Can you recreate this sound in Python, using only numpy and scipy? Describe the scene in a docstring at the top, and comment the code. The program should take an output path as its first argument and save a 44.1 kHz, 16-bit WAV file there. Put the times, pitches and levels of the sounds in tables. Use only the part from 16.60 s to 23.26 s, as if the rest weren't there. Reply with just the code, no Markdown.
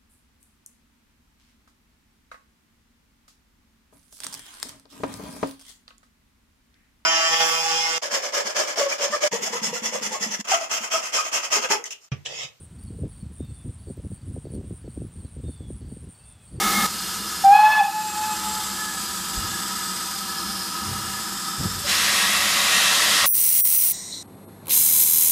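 """A steam locomotive roars close by for a moment, then stands far off at the end of its train.
Its blower rings the chimney; leaking steam hisses and sings. One short whistle rises, overblows as
pressure builds, and echoes round the yard. Wind thumps the microphone a few times. Last, the cylinder
drain cocks open: steam blasts through their pipes in a long, loud hiss. Mono, from the platform."""
import sys
import numpy as np
from scipy import signal
from scipy.fft import rfft, irfft, next_fast_len
from scipy.io import wavfile
from scipy.ndimage import uniform_filter1d, minimum_filter1d, map_coordinates

SR = 44100
rng = np.random.default_rng(int(sys.argv[2]) if len(sys.argv) > 2 else 0)


def file_out(sig):
    """Save sig as 16-bit WAV at sys.argv[1]."""
    # one column per channel
    cols = np.atleast_2d(sig).T
    # limit, then scale
    lim = np.clip(cols, -1, 1)
    pcm = np.round(lim * 32767).astype(np.int16)
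    wavfile.write(sys.argv[1], SR, pcm)


N = 293706
TIME_S = np.arange(N) / SR
FREQS_HZ = np.maximum(np.fft.rfftfreq(N, 1 / SR), 1)

# whistle's first, second, higher modes: level before swell/dB, level overblown/dB
WHISTLE_REGISTERS = [(-6.5, -10.5), (-38, -21), (-39.5, -22.5)]
# higher modes: harmonic number, relative level/dB, breathiness/0-1
WHISTLE_OVERTONES = [(3, -1.5, 0.07), (4, -13.5, 0.6), (5, -12.5, 0.6), (6, -19, .85)]
# whistle's steam noise: f/Hz, level/dB
BREATH_SPECTRUM = [(400, -37), (750, -2), (1100, -1.5), (1700, -15), (3000, -16), (8000, -26)]
# steam through the shut whistle: t/s, half length/s, peak f/Hz, level/dB
WHISTLE_TRICKLES = [(2.251, 0.127, 1720, -35.5), (2.948, 0.059, 1670, -39.5)]
# reflections off carriages; off buildings and wooded hill: delay/s, level/dB
CARRIAGE_ECHOES = [(.046, -8), (.075, -11)]
YARD_ECHOES = [(.085, -12.5), (0.229, -19), (.33, -22), (.555, -20), (.83, -35.5)]
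# noise of drain cocks, close engine, leak, yard: f/Hz, relative density/dB
COCK_SPECTRUM = [(180, -25), (300, -16), (390, -66), (452, -10.5), (515, -21), (568, -11), (855, -17.5),
                 (1090, -10.5), (1590, -5.5), (1970, -4.5), (2280, -5.5), (3550, -3), (9960, -11.5),
                 (12900, -16.5), (15000, -27)]
CLOSE_SPECTRUM = [(18, -47), (30, -9), (113, -18), (195, -7), (312, -7), (645, -14), (774, -7),
                  (1090, -10.5), (1240, 0), (1440, -15), (2130, -8.5), (2430, -16), (3590, -9),
                  (15000, -16)]
LEAK_SPECTRUM = [(400, -17.5), (650, -7), (1000, -6), (1500, 4), (2300, -3.5), (3400, 0.5), (5500, 3),
                 (6200, 2), (7200, 2), (8700, 2), (10500, -2.5), (12500, -2), (13500, -7.5), (15500, -13)]
YARD_SPECTRUM = [(20, -28), (40, -12), (62, 0), (110, -4), (250, -15), (450, -6.5), (700, -19),
                 (2000, -28.5)]
# resonances of drain pipes, close engine, chimney: f/Hz, nominal width/Hz, level/dB
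DRAIN_PIPE_MODES = [(569, 20, 0), (733, 126, -4), (972, 40, -0.5), (1122, 110, 4), (1360, 99, -1),
                    (1873, 18, 11.5), (1940, 31, 7), (2047, 46, 7), (2570, 19, 4), (2630, 22, -14),
                    (2685, 15, 10.5), (3520, 30, 2), (3960, 16, 5)]
CLOSE_ENGINE_MODES = [(201.5, 35, 3), (803, 65, -3), (1265, 100, 3), (1725, 66, -3.5), (2150, 61, -3),
                      (3560, 140, -13)]
CHIMNEY_MODES = [(197, 48.4, 3), (335.7, 47, -5.5), (786, 41, -4), (971, 78, -3), (1274, 100, 5),
                 (1707, 73, -2.5)]
# narrow peaks colouring the leak's hiss, as from a nearby reflection: f/Hz, nominal width/Hz, level/dB
HISS_PEAKS = [(2570, 46, -6), (2848, 41, 4), (3174, 51, 3), (3546, 170, 1.5), (3930, 27, 0.5),
              (4293, 49, 5), (4540, 25, 7.5), (4914, 76, 9), (5080, 47, 4), (6870, 69, 3), (8800, 240, -3),
              (12070, 610, -5)]
# singing of the leak: t/s, length/s, starting f/Hz, glide/(Hz/s), level/dB
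LEAK_JET_SPELLS = [(.03, 0.86, 4980, -0.5, -43), (1.299, 2, 7490, 259, -38), (2.601, 2.7, 5010, 85, -39),
                   (4.35, .85, 7600, 0, -43)]
# wind eddies: t/s, level/dB, rise/s, decay/s, centre f/Hz
WIND_EDDIES = [(2.785, -27.5, 0.028, 0.029, 58.7), (2.85, -34.5, 0.052, 0.065, 100),
               (4.32, -34, 0.082, .11, 106), (5.015, -23, 0.024, 0.048, 100),
               (5.044, -20, .008, 0.025, 117), (5.19, -34, 0.073, 0.072, 85)]


def whistle(open_s=0.837, shut_s=1.187, half_pressure_s=0.095, low_hz=785, full_hz=860):
    """Pressure sharpens and overblows the bell; it sags and spits on shutting. Returns near, carried."""
    swell_db, flutter_db = 16, 2
    overblow_pressure, overblow_width, jump_share = 0.443, 0.042, 0.21
    filling = (np.maximum(TIME_S - open_s, 0) / half_pressure_s) ** 3.51
    pressure = filling / (1 + filling) * dying(shut_s, decay_s=0.025)
    sounding = ramp(open_s, length_s=0.0194) * dying(shut_s + 0.016, decay_s=0.016)
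    overblown = 0.5 + 0.5 * np.tanh((pressure - overblow_pressure) / (2 * overblow_width))
    hz = low_hz + (full_hz - low_hz) * ((1 - jump_share) * pressure + jump_share * overblown)
    # overblown modes compete and flutter
    first_db, second_db, higher_db = (
        (1 - overblown) * (soft_db + swell_db * pressure)
        + overblown * (hard_db + flutter_db * walk(44.96))
        for soft_db, hard_db in WHISTLE_REGISTERS)
    phase = 2 * np.pi * np.cumsum(hz * (1 + 0.003 * overblown * walk(140))) / SR
    tone = undb(first_db) * np.sin(phase) + undb(second_db + 2.5 * walk(108.6)) * np.sin(2 * phase)
    for k, db, breath in WHISTLE_OVERTONES:
        pure = np.sqrt(1 - breath ** 2) * np.sin(k * phase)
        breathy = breath * band(k * hz, width_hz=110) / np.sqrt(2)
        tone += undb(higher_db + db + 1.2 * walk(90)) * (pure + breathy)
    steam = undb(-22.5) * pressure * rush(BREATH_SPECTRUM)
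    spit = undb(-22.5) * pulse(1.191, half_s=0.0083) * np.sin(2 * np.pi * 3440 * TIME_S)
    near = sounding * (np.sqrt(2) * tone + steam) + spit
    held = uniform_filter1d(pressure ** 4, size=1300)  # broad, distant faces blur the note's ends
    fading = undb(-16 + 5.9 * walk(50.06))  # moving air: overtones come and go
    carried = undb(-1.5) * held * (np.sin(phase) + fading * (np.sin(2 * phase) + np.sin(3 * phase)))
    return near, carried


def whistle_echoes(near, carried, t60_s=3, build_s=0.18, wet_db=-21):
    """Carriages answer at once; buildings and hill return the carried note over a scattered tail."""
    tail = rng.standard_normal(N) * undb(-60 * TIME_S / t60_s) * np.minimum(TIME_S / build_s, 1)
    scattered = signal.fftconvolve(carried, tail / np.sqrt(np.sum(tail ** 2)))[:N]
    early = sum(undb(db) * delay(near, s) for s, db in CARRIAGE_ECHOES)
    late = sum(undb(db) * delay(carried, s) for s, db in YARD_ECHOES)
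    return early + late + undb(wet_db) * scattered


def whistle_trickles(sag_hz=50):
    """Leaking steam sounds the shut whistle's second mode, sharpest at peak flow."""
    out = np.zeros(N)
    for at_s, half_s, peak_hz, db in WHISTLE_TRICKLES:
        flow = pulse(at_s, half_s)
        hz = peak_hz - sag_hz * (1 - flow)
        phase = 2 * np.pi * np.cumsum(hz * (1 + 0.0045 * walk(80))) / SR
        out += np.sqrt(2) * flow * undb(db + 2.4 * walk(41.5)) * np.sin(phase)
    return out


def drain_cocks(open_s=5.243, surge_s=5.99, hiss_db=-21, roar_db=-29.5):
    """The pipes hoot as they clear; steam blasts through and surges once as pressure rises."""
    opening = ramp(open_s, length_s=0.062)
    surge = ramp(surge_s, length_s=0.2)
    hiss = undb(hiss_db + 1.7 * surge + 0.24 * walk(30)) * rush(COCK_SPECTRUM)
    roar = undb(roar_db + 4.5 * surge + 1.1 * walk(12)) * ring(DRAIN_PIPE_MODES)
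    hoot = undb(-31) * pulse(5.256, half_s=0.013) * np.sin(2 * np.pi * 578 * TIME_S)
    return opening * (shimmer(hiss, depth_db=1.9, span_s=0.2943, span_hz=110.9) + roar) + hoot


def close_engine(end_s=0.267, fade_s=0.0063):
    """Blower roar from close by, with a short steam squeal; ends abruptly."""
    fade = np.clip((end_s - TIME_S) / fade_s + 0.5, 0, 1)
    squeal = undb(-29) * pulse(0.165, half_s=0.035) * band(np.full(N, 2155.), width_hz=14)
    return fade * (undb(-23.5) * rush(CLOSE_SPECTRUM) + undb(-24.5) * ring(CLOSE_ENGINE_MODES) + squeal)


def blower(level_db=-34.5):
    """The blower's turbulence rings chimney and smokebox."""
    return undb(level_db + 0.8 * walk(7.1)) * ring(CHIMNEY_MODES)


def steam_leak(level_db=-31.5, ease_s=2.84, ease_db=-1.23):
    """Escaping steam sputters and hisses, coloured by narrow peaks; it eases once."""
    flow = undb(level_db + ease_db * ramp(ease_s, length_s=0.78) + 0.6 * walk(90))
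    hiss = flow * (rush(LEAK_SPECTRUM) + undb(-6) * ring(HISS_PEAKS))
    return shimmer(hiss + leak_jet(), depth_db=1.5, span_s=0.495, span_hz=130.2)


def leak_jet(rise_s=0.13, fall_s=0.21):
    """The leak sings in spells: one band each, swelling, gliding, fading."""
    out = np.zeros(N)
    for at_s, length_s, hz, glide_hz_per_s, db in LEAK_JET_SPELLS:
        envelope = undb(db + walk(24.97)) * ramp(at_s, rise_s) * dying(at_s + length_s, fall_s)
        out += envelope * band(hz + glide_hz_per_s * (TIME_S - at_s), width_hz=190)
    return out


def wind_buffets(q=2.6, low_hz=30, top_hz=520):
    """Each eddy swells and dies as a dull thud."""
    out = np.zeros(N)
    rolloff = (1 + (FREQS_HZ / top_hz) ** 2) * (1 + (low_hz / FREQS_HZ) ** 2)
    for at_s, db, rise_s, decay_s, hz in WIND_EDDIES:
        swell = np.exp(-np.maximum((at_s - TIME_S) / rise_s, 0) ** 2) * dying(at_s, decay_s)
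        colour = 1 / np.hypot(1, q * (FREQS_HZ / hz - hz / FREQS_HZ))
        out += undb(db) * swell * noise(colour / rolloff)
    return out


def yard_rumble(level_db=-47):
    """Faint, wavering low background."""
    return undb(level_db + 1.5 * walk(4.84)) * rush(YARD_SPECTRUM)


def shimmer(x, depth_db, span_s, span_hz):
    """Moving air swells and fades narrow strips of a hiss independently."""
    f_hz, t_s, spectra = signal.stft(x, SR, nperseg=1024)
    field = rng.standard_normal((256, 256))
    grid = np.meshgrid(f_hz / span_hz, t_s / span_s, indexing="ij")
    strips = map_coordinates(field, grid, order=2, mode="wrap")
    return signal.istft(spectra * undb(depth_db * strips), SR)[1][:N]


def rush(spectrum):
    """Turbulence with a smooth spectrum."""
    hz, db = np.transpose(spectrum)
    return noise(undb(np.interp(np.log(FREQS_HZ), np.log(hz), db)))


def ring(peaks):
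    """Turbulence with steep-sided spectral peaks."""
    return noise(sum(undb(db) / (1 + ((FREQS_HZ / hz - hz / FREQS_HZ) * hz / width * 0.95) ** 2)
                     for hz, width, db in peaks))


def band(hz, width_hz):
    """Narrow noise round a moving centre."""
    lowpass = 1 / (1 + (FREQS_HZ / width_hz) ** 2)
    phase = 2 * np.pi * np.cumsum(hz) / SR
    return noise(lowpass) * np.cos(phase) + noise(lowpass) * np.sin(phase)


def noise(gain):
    """Noise shaped by gain over FREQS_HZ; rms 1."""
    size = next_fast_len(N, True)
    gain = np.interp(np.fft.rfftfreq(size, 1 / SR), FREQS_HZ, gain)
    x = irfft(rfft(rng.standard_normal(size)) * gain, size)[:N]
    return x / np.sqrt(np.mean(x ** 2))


def walk(rate_hz):
    """Random steps, smoothed twice; spread near 1."""
    hold = int(SR / rate_hz)
    steps = np.repeat(rng.standard_normal(N // 20)[:N // hold + 1], hold)
    return 1.52 * uniform_filter1d(uniform_filter1d(steps, hold), hold)[:N]


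def ramp(start_s, length_s):
    """Linear rise from 0, holding at 1."""
    return np.clip((TIME_S - start_s) / length_s, 0, 1)


def dying(end_s, decay_s):
    """1 until end_s, then exponential decay."""
    return np.exp(-np.maximum(TIME_S - end_s, 0) / decay_s)


def pulse(at_s, half_s):
    """Gaussian swell, peak 1."""
    return np.exp(-((TIME_S - at_s) / half_s) ** 2)


def delay(x, delay_s):
    """The same sound, later."""
    return np.interp(TIME_S - delay_s, TIME_S, x, left=0)


def undb(db):
    """Decibels to gain."""
    return 10 ** (np.asarray(db) / 20)


def gain_control(x, threshold_db=-11, slope=0.62, hold_s=0.24, release_s=0.11):
    """Loud sound cuts the gain at once; it holds, then recovers."""
    level_db = 10 * np.log10(np.maximum(uniform_filter1d(x[0] ** 2, size=400), 1e-12))
    cut_db = np.minimum(threshold_db - level_db, 0) * slope
    half = int(hold_s * SR / 2)
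    held_db = minimum_filter1d(cut_db, 2 * half + 1, origin=half)
    pole = np.exp(-1 / (release_s * SR))
    released_db = signal.lfilter([1 - pole], [1, -pole], held_db)
    return x * undb(np.minimum(held_db, released_db))


def scene():
    """All sources straight ahead; identical channels."""
    near, carried = whistle()
    mix = near + whistle_echoes(near, carried) + whistle_trickles()
    mix += blower() + steam_leak() + yard_rumble() + close_engine() + drain_cocks() + wind_buffets()
    return np.array([mix, mix])


def record(dry):
    """Automatic gain, then a steep low-pass at 15.3 kHz."""
    lowpass = signal.ellip(10, 0.2, 80, 15300, fs=SR, output="sos")
    return signal.sosfilt(lowpass, gain_control(dry))


dry = scene()
out = record(dry)
file_out(out)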